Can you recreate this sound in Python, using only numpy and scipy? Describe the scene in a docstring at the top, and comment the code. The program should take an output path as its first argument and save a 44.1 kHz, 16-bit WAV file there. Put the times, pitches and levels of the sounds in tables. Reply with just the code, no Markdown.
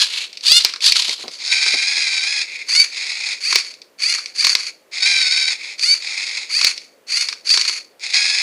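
"""In a small carpeted room, a toy robot of plastic beams turns a puzzle cube, heard very close at first.
One geared motor swings an arm that clamps and tips the cube; another spins the tray or twists a layer.
Tooth pulses make the gears whine, and random ticks and rubbing noise make them rattle through the frame.
Short noise bursts make the clacks of the cube, the clicks of pins and soft bumps on the hand-held camera.
A steady hush lies underneath, and both channels are the same."""
import sys
import numpy as np
from scipy import signal
from scipy.fft import rfft, irfft
from scipy.io import wavfile

SR = 44100
rng = np.random.default_rng(int(sys.argv[2]) if len(sys.argv) > 2 else 0)


def output_pcm(signal):
    """Save a mono or channel-first signal as 16-bit PCM at the path in sys.argv[1].

    Samples are clipped to [-1, 1] before scaling.
    """
    pcm = np.clip(np.atleast_2d(signal).T, -1, 1) * 32767
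    wavfile.write(sys.argv[1], SR, np.round(pcm).astype(np.int16))


N = 371310
TIME = np.arange(N) / SR

# All levels in the tables are relative: the frame, filters and mix still change them.
# "Balance" sets the low resonance of the frame against the high one; motors() shifts and scales it.

# The tray twists a layer of the cube, one list of rows for each twist.
# Each row: time in seconds, tooth rate in Hz, with some of its wobble; the surge adds more.
TWIST_SPEEDS = [
    [(-0.03, 857.3), (0.04, 818.6)],
    [(1.49, 771.7), (1.856, 793), (1.868, 823.7), (1.95, 839.8), (2.184, 763), (2.318, 848.6),
     (2.38, 837.6), (2.396, 799.5), (2.42, 889)],
    [(5.018, 744), (5.08, 802.4), (5.28, 738.7), (5.418, 773.6), (5.442, 744), (5.464, 777), (5.52, 727)],
    [(8.13, 819), (8.28, 841.5), (8.42, 846.6)],
]
# The load of each twist, whose slow gear catches once a turn.
# Each row: first catch in seconds, level in dB, balance in dB, size of the surge in dB.
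TWIST_LOADS = [(0.023, -16.5, -10.5, 2), (1.525, -19, -4, 1.7), (5.061, -18, -4, 2), (8.146, -17.5, -5, 0)]
# How clearly each twist whines over its rattle. Each entry: whine in dB.
TWIST_WHINE_DB = [2, -1, 3, -3]
# The tray motor takes up slack, backs off or spins the unclamped cube, and only rattles.
# Each row: start in seconds, length in seconds, level in dB, balance in dB.
TRAY_RUNS = [(0.084, 0.14, -22, -2.5), (1.374, 0.065, -24.5, -10), (1.425, 0.057, -18.5, -18),
             (2.455, 0.16, -31, 4.5), (2.903, 0.33, -23.5, -3), (3.212, 0.12, -20, -3.5),
             (4.909, 0.33, -23, -4.5), (5.579, 0.14, -28.5, 1), (6.001, 0.43, -23, -4),
             (7.994, 0.15, -24, -5.5)]
# Short rattles of the arm: slow runs under load, and bursts as it rebounds.
# Each row: start in seconds, length in seconds, level in dB, balance in dB.
ARM_RATTLES = [(0.27, .15, -46, -2), (0.645, 0.056, -27.5, 1.5), (0.94, 0.026, -6.5, -12),
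               (1.0, 0.024, -10.5, -8), (1.06, 0.057, -17.5, -12.5), (1.17, 0.054, -26.5, -6),
               (1.27, 0.13, -35.5, -14), (4.56, 0.11, -26, -6.5), (7.56, .2, -23, -8)]
# The arm motor spins up, whines while it runs free, then brakes and its rattle fades.
# Each row: start in seconds, seconds from start to end of whine, seconds from start to end of drive,
# top tooth rate in Hz, level in dB, balance in dB, whine over rattle in dB, fade in dB per second.
ARM_STROKES = [(0.42, .172, 0.15, 728, -7.5, -15, 14, 270.5), (0.803, .1, 0.083, 702, -5, -19, 0, 377),
               (2.657, .173, .17, 772.6, -15.5, -6.5, 5.5, 283),
               (3.39, 0.1, 0.16, 713.5, -17.5, -5, 7, 154), (3.977, 0.15, 0.14, 727.7, -17, -5, 5, 141),
               (4.335, 0.08, 0.18, 703, -17.5, -11.5, 15, 253),
               (5.772, .168, .16, 774, -15.5, -9.5, 9.5, 259.5),
               (6.482, 0.099, 0.16, 723, -17, -6, 13.5, 157.5),
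               (7.062, 0.16, 0.16, 739, -19.5, -8, 3.5, 160),
               (7.438, 0.096, 0.09, 745, -15.5, -14, 16.5, 152)]
# What the tooth impacts of each motor put into the frame. Each row: frequency in Hz, level in dB.
TRAY_TEETH = [(750, -3.5), (1550, 5.5), (2300, -0.5), (3050, -2.5), (3800, 2), (5300, 3.5), (6100, 0.5),
              (10000, 1.5)]
ARM_TEETH = [(600, -30), (1400, 0), (2100, 2.5), (2900, -3.5), (3600, 0), (4600, 2.5), (6000, -1),
             (10000, 1.5)]
# How the frame radiates from close up, from the tray and from the arm.
# Each row: frequency in Hz, level in dB.
CLOSE_FRAME = [(250, -59), (600, -33.5), (1000, -19.5), (1700, -17.5), (2800, -5.5), (3400, -5.5),
               (4400, 0.5), (5000, -7), (5800, -13), (6700, -12.5), (8000, -19), (11000, -24.5),
               (14000, -50.5)]
TRAY_FRAME = [(400, -53), (820, -20), (1050, -23.5), (1750, -16), (2080, 0), (2480, 1), (2950, -17),
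              (3800, -4.5), (4500, -2), (5300, -4.5), (5900, -17), (6600, -8.5), (7500, -18.5),
              (10200, -25), (12500, -69.5)]
ARM_FRAME = [(250, -47), (700, -34.5), (1200, -21.5), (1800, -16), (2300, -2), (3100, -18), (3900, -16),
             (4500, 2.5), (5000, -12), (5800, -14.5), (6600, -11), (7600, -23.5), (10500, -24.5),
             (13000, -54.5)]
# Gears and pins snap across their play. Each row: time in seconds, strength in dB.
PIN_CLICKS = [(0.3295, -23.5), (0.3721, -18), (0.409, -26), (0.609, -8.5), (0.806, -16.5), (0.8411, -9),
              (0.9216, 1), (1.0215, -5.5), (1.0938, -8), (1.2803, -16.5), (3.6921, -31), (3.739, -27),
              (3.8175, -28), (4.259, -16.5), (4.4114, -17), (5.7939, -16), (5.8326, -11), (6.7775, -16.5),
              (7.5029, -4), (7.6125, -6), (7.9958, -32), (8.1427, -5)]
# The hollow cube drops into its tray or is struck by the arm.
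# Each row: time in seconds, strength in dB, strength of the hollow body in dB.
CUBE_KNOCKS = [(0.6027, -19, -37), (0.648, 2, -18.5), (0.6905, -18, -34), (0.7373, -15.5, -28.5),
               (0.7607, -18, -33), (0.957, -7, -24.5), (1.6625, -12, -22), (2.7278, -19, -29),
               (3.5269, -5, -21), (3.5573, 5, -16.5), (4.1837, -17, -26), (4.4472, -1, -24),
               (4.4684, -1.5, -21.5), (4.5513, -0.5, -19), (6.6133, -4, -22), (6.6462, 2.5, -25),
               (7.2866, -8, -30.5), (7.327, -15, -30.5), (7.542, -6, -25), (7.574, -1.5, -19),
               (7.651, -8.5, -29), (7.6952, -11, -27)]
# What a knock rings with, and the hollow cube under it. Each row: frequency in Hz, level in dB.
CLACK_RING = [(700, -28.5), (1500, -20), (2300, 4), (3100, -5), (4500, 8), (5600, 2.5), (6600, -9),
              (8500, -12.5), (14000, -41.5)]
CUBE_BODY = [(60, -34), (150, -32.5), (350, 7), (700, -5), (1100, 15), (1600, 18), (3000, -25.5)]
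# Soft bumps on the camera. Each row: time in seconds, strength in dB.
BUMPS = [(1.082, -30), (1.186, -38), (1.235, -29), (1.271, -34.5), (1.733, -25), (1.97, -35.5)]
# The dull tone of a bump. Each row: frequency in Hz, level in dB.
BUMP_BODY = [(50, -17), (150, 4.5), (300, 17.5), (550, 14.5), (1200, 9), (3000, -22)]
# The tone of the quiet room. Each row: frequency in Hz, level in dB per Hz.
ROOM_HUSH = [(50, -23), (150, -15.5), (300, -6.5), (520, -2), (900, -14), (2000, -16), (4500, -24),
             (14000, -29.5)]

HUSH_DB = -55  # before the microphone's filters
CLOSE_UNTIL_S = 1.33  # middle of the fade from close up to farther away
TOP_HZ = 15300  # edge of the treble cut
# time constants in seconds with which a stroke, a run that only rattles and a twist come up
SPIN_UP_S, RATTLE_RISE_S, TWIST_RISE_S = 0.035, 0.018, 0.0036
STOP_DB_PER_S = 300.5  # how fast a run that only rattles or a twist dies away
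WHINE_AFTER_S = 0.043  # an arm stroke starts to whine this long after its start
BREAKAWAY_DB, EASE_S = 5, 0.27  # a layer is stiffest as it breaks away, then eases


def undb(db):
    """Turn decibels into gain."""
    return 10 ** (np.asarray(db) / 20)


def unit(x):
    """Scale to an average strength (rms) of 1."""
    return x / np.sqrt(np.mean(x ** 2))


def colour(x, points):
    """Give x the tone drawn by (Hz, dB) points, without pre-echo; white noise keeps its power."""
    hz, db = np.transpose(points)
    size = 2048
    bin_hz = np.fft.rfftfreq(size, 1 / SR)
    log_gain = np.log(undb(np.interp(np.log(bin_hz + 1), np.log(hz), db)))
    # folding the cepstrum forward makes the filter respond only after its input
    cepstrum = irfft(log_gain)[:size // 2]
    cepstrum[1:] *= 2
    response = irfft(np.exp(rfft(cepstrum, size)))
    return signal.oaconvolve(x, response / np.linalg.norm(response))[:len(x)]


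def hush():
    """The quiet room: steady noise with the room's tone."""
    return undb(HUSH_DB) * colour(rng.standard_normal(N), ROOM_HUSH)


def walk(rate):
    """Wander smoothly at random, with about rate turns a second and spread 1."""
    steps = rng.standard_normal(N // 8)
    return unit(np.interp(TIME * rate, np.arange(len(steps)), steps))


def gate(spans, fade_s):
    """1 inside the (from, to) spans, sloping to 0 across their edges."""
    return sum(np.clip(0.5 + np.minimum(TIME - a, b - TIME) / fade_s, 0, 1) for a, b in spans)


def running(spans, gains_db, fade_s):
    """The gain of each run while it lasts, 0 between runs."""
    return sum(undb(db) * gate([span], fade_s) for span, db in zip(spans, gains_db))


def effort(start_s, length_s, rise_s, fade_db_per_s):
    """Gain of one run: it grows with the square of the motor's speed and fades once the drive is cut."""
    age = np.maximum(TIME - start_s, 0)
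    speed = 1 - np.exp(-age / rise_s)
    fade_db = -abs(fade_db_per_s) * np.maximum(age - length_s, 0)
    return speed ** 2 * undb(fade_db)


def twist_spans():
    """From when to when each twist lasts."""
    return [(run[0][0], run[-1][0]) for run in TWIST_SPEEDS]


def twist_speed():
    """Tooth rate of the tray motor in Hz, joined by straight lines."""
    return np.interp(TIME, *np.concatenate(TWIST_SPEEDS).T)


def surge():
    """Every forty teeth the loaded tray jerks free and then slows: a rounded sawtooth."""
    turns = np.cumsum(twist_speed()) / SR / 40
    wave, depth_db = np.zeros((2, N))
    for span, (catch_s, _, _, surge_db) in zip(twist_spans(), TWIST_LOADS):
        angle = 2 * np.pi * (turns - np.interp(catch_s, TIME, turns)) + np.pi / 3
        jerk = gate([span], fade_s=0.04) * (np.sin(angle) + 0.35 * np.sin(2 * angle))
        wave = wave + jerk
        depth_db = depth_db + surge_db * jerk
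    return wave, depth_db


def arm_speed():
    """Tooth rate of the arm motor in Hz: at every stroke it starts from 0 and nears its top speed."""
    hz = np.full(N, 500.0)
    for start, _, _, top_hz, *_ in ARM_STROKES:
        on = TIME > start
        hz[on] = top_hz * (1 - np.exp((start - TIME[on]) / SPIN_UP_S))
    return hz


def stutter(rate, decay_s, depth_db):
    """The long, loose arm judders: at random moments its gears snatch, and the jolt dies away. In dB."""
    snatches = (rng.random(N) < rate / SR) * rng.random(N)
    jolts = np.tanh(signal.oaconvolve(snatches, np.exp(-TIME[:SR // 10] / decay_s))[:N])
    return depth_db * (jolts - jolts.mean())


def mesh(hz, wander, scatter_db, shaft_db, stage_db):
    """A pulse for each tooth; the ten-tooth pinion and the next gear stage make the pulses uneven."""
    hz = hz * (1 + wander * walk(250))
    teeth = np.cumsum(hz) / SR
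    at = np.flatnonzero(np.diff(np.floor(teeth)))[:-1]
    late = (np.ceil(teeth[at]) - teeth[at]) * SR / hz[at]
    turn = 2 * np.pi * teeth[at]
    next_stage = turn * 9 / 40  # nine beats for every forty teeth
    size_db = scatter_db * rng.standard_normal(N)[at]
    size_db = size_db + shaft_db * np.sin(turn / 10) + stage_db * np.sin(next_stage)
    size = undb(size_db)
    # share each pulse between two samples, so that it can fall between them
    pulses = np.zeros(N)
    pulses[at], pulses[at + 1] = size * (1 - late), size * late
    # slow pushes do not radiate from so small a frame
    return unit(signal.sosfilt(signal.butter(2, 650, "high", fs=SR, output="sos"), pulses))


def disperse(x, delay_s):
    """Bending waves run faster in the treble, so a pulse spreads along a beam; the delay is for 3 kHz."""
    hz = np.fft.rfftfreq(N, 1 / SR)
    return irfft(rfft(x) * np.exp(-4j * np.pi * delay_s * np.sqrt(3000 * hz)), N)


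def ring(x, t60_s, wet_db):
    """Add a dense, decaying tail: the many modes of the beams, or the room."""
    t = TIME[:SR // 2]
    tail = rng.standard_normal(len(t)) * undb(-60 * t / t60_s)
    return x + undb(wet_db) * signal.oaconvolve(x, tail / np.linalg.norm(tail))[:N]


def rattle(rate, spread_db, ring_s, rub):
    """Loose gears and pins chatter: dense, uneven ticks, each briefly ringing, over rubbing plastic."""
    tick_size = undb(spread_db * np.clip(rng.standard_normal(N), -2, 2))
    ticks = (rng.random(N) < rate / SR) * rng.choice([-1, 1], N) * tick_size
    t = TIME[:SR // 20]
    energy = signal.oaconvolve(ticks ** 2, undb(-120 * t / ring_s))[:N]
    ringing = np.sqrt(np.abs(energy)) * rng.standard_normal(N)
    return unit(0.38 * unit(ticks) + unit(ringing) + rub * rng.standard_normal(N))


def gears():
    """Arm strokes and twists whine over their rattle; all other runs only rattle."""
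    jerk, surge_db = surge()
    tray_hz = twist_speed() * (1 + 0.017 * jerk)
    tray = mesh(tray_hz, wander=0.012, scatter_db=3, shaft_db=3, stage_db=2.5)
    arm = mesh(arm_speed(), wander=0.006, scatter_db=2, shaft_db=1.8, stage_db=3)
    # gliding partials swell and fade as they cross the narrow modes of the beams
    tray = unit(ring(disperse(colour(tray, TRAY_TEETH), delay_s=0.005), t60_s=0.03, wet_db=-6))
    arm = unit(ring(disperse(colour(arm, ARM_TEETH), delay_s=0.006), t60_s=0.035, wet_db=-1))
    free = [(start + WHINE_AFTER_S, start + free_s) for start, free_s, *_ in ARM_STROKES]
    tray_whine = running(twist_spans(), TWIST_WHINE_DB, fade_s=0.054)
    arm_whine = running(free, [whine_db for *_, whine_db, _ in ARM_STROKES], fade_s=0.0073)
    chatter = rattle(rate=650, spread_db=5.0, ring_s=0.052, rub=0.43)
    force = chatter + arm_whine * arm + tray_whine * tray
    # keep the power level as the whine comes and goes
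    force = force / np.sqrt(1 + arm_whine ** 2 + tray_whine ** 2)
    return force * undb(surge_db)


def rattling_runs(runs):
    """Gain and balance of each run that only rattles."""
    return [(undb(db) * effort(start, length, RATTLE_RISE_S, STOP_DB_PER_S), balance_db)
            for start, length, db, balance_db in runs]


def drive():
    """All runs together: their gain, their balance in dB, and the tray motor's share of the power."""
    tray = rattling_runs(TRAY_RUNS)
    for (start, end), (_, db, balance_db, _) in zip(twist_spans(), TWIST_LOADS):
        stiff_db = BREAKAWAY_DB * np.exp(-np.maximum(TIME - start, 0) / EASE_S)
        gain = undb(db + stiff_db) * effort(start, end - start, TWIST_RISE_S, STOP_DB_PER_S)
        tray.append((gain, balance_db))
    arm = rattling_runs(ARM_RATTLES)
    for start, _, driven, _, db, balance_db, _, fade in ARM_STROKES:
        arm.append((undb(db) * effort(start, driven, SPIN_UP_S, fade), balance_db))
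    runs = arm + tray
    power = sum(gain ** 2 for gain, _ in runs) + 1e-18
    balance = sum(gain ** 2 * balance_db for gain, balance_db in runs) / power
    on_tray = sum(gain ** 2 for gain, _ in tray) / power
    return np.sqrt(power), balance, on_tray


def resonance(x, low_hz, high_hz):
    """The part of x that one broad resonance of the frame carries."""
    return signal.sosfiltfilt(signal.butter(1, [low_hz, high_hz], "band", fs=SR, output="sos"), x)


def motors(close_db, arm_db, tray_db):
    """The gear forces shake the frame, which sounds different from each motor and from close up."""
    gain, balance_db, on_tray = drive()
    judder_db = (1 - on_tray) * stutter(rate=47, decay_s=0.0079, depth_db=9.5)
    force = gears() * gain * undb(judder_db)
    close = gate([(-1, CLOSE_UNTIL_S)], fade_s=0.27)
    # the load shifts weight between the low and high resonance, around a balance set by where one listens
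    lean_db = balance_db + 3.5 + 6 * close
    force = force + (undb(0.73 * lean_db) - 1) * resonance(force, 1800, 2900)
    force = force + (undb(-0.25 * lean_db) - 1) * resonance(force, 4400, 5640)
    arm = undb(arm_db) * colour(force * (1 - on_tray), ARM_FRAME)
    tray = undb(tray_db) * colour(force * on_tray, TRAY_FRAME)
    near = undb(close_db) * colour(force, CLOSE_FRAME)
    return close * near + (1 - close) * (arm + tray)


def clacks(crack_s, tail_db, tail_s, ring_db, body_db):
    """Each knock is a sharp crack and a short clatter; knocks of the cube also sound its hollow body."""
    t = TIME[:SR // 5]
    shell, body = np.zeros((2, N + SR))
    pins = [(s, db, -np.inf) for s, db in PIN_CLICKS]  # no hollow body
    for s, strength_db, hollow_db in [*CUBE_KNOCKS, *pins]:
        fall = undb(-60 * t / crack_s) + undb(tail_db - 60 * t / tail_s)
        blow = rng.standard_normal(len(t)) * fall
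        i = int(s * SR)
        shell[i:i + len(t)] += blow * undb(strength_db)
        body[i:i + len(t)] += blow * undb(hollow_db)
    return undb(ring_db) * colour(shell[:N], CLACK_RING) + undb(body_db) * colour(body[:N], CUBE_BODY)


def bumps(rise_s, gain_db):
    """Dull knocks of the hand on the camera: noise that swells quickly and dies away."""
    push = np.zeros(N)
    for s, db in BUMPS:
        age = np.maximum(TIME - s, 0) / rise_s
        push += undb(db + gain_db) * age * np.exp(1 - age)
    return colour(push * rng.standard_normal(N), BUMP_BODY)


def scene():
    """The robot in a small carpeted room over a steady hush, the same in both ears."""
    robot = motors(close_db=-1.64, arm_db=0.7, tray_db=-1.46)
    robot = robot + clacks(crack_s=0.018, tail_db=-17, tail_s=0.22, ring_db=-3, body_db=1)
    in_room = ring(robot, t60_s=0.35, wet_db=-17.5)
    mono = in_room + bumps(rise_s=0.0083, gain_db=-4.5) + hush()
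    return np.array([mono, mono])


def record(dry):
    """The loudest knocks overload the microphone; the deep bass and the top are cut."""
    clipped = np.clip(dry, -1, 1)
    thin = signal.sosfilt(signal.butter(1, 140, "high", fs=SR, output="sos"), clipped)
    return signal.sosfilt(signal.ellip(8, 0.2, 70, TOP_HZ, fs=SR, output="sos"), thin)


dry = scene()
out = record(dry)
output_pcm(out)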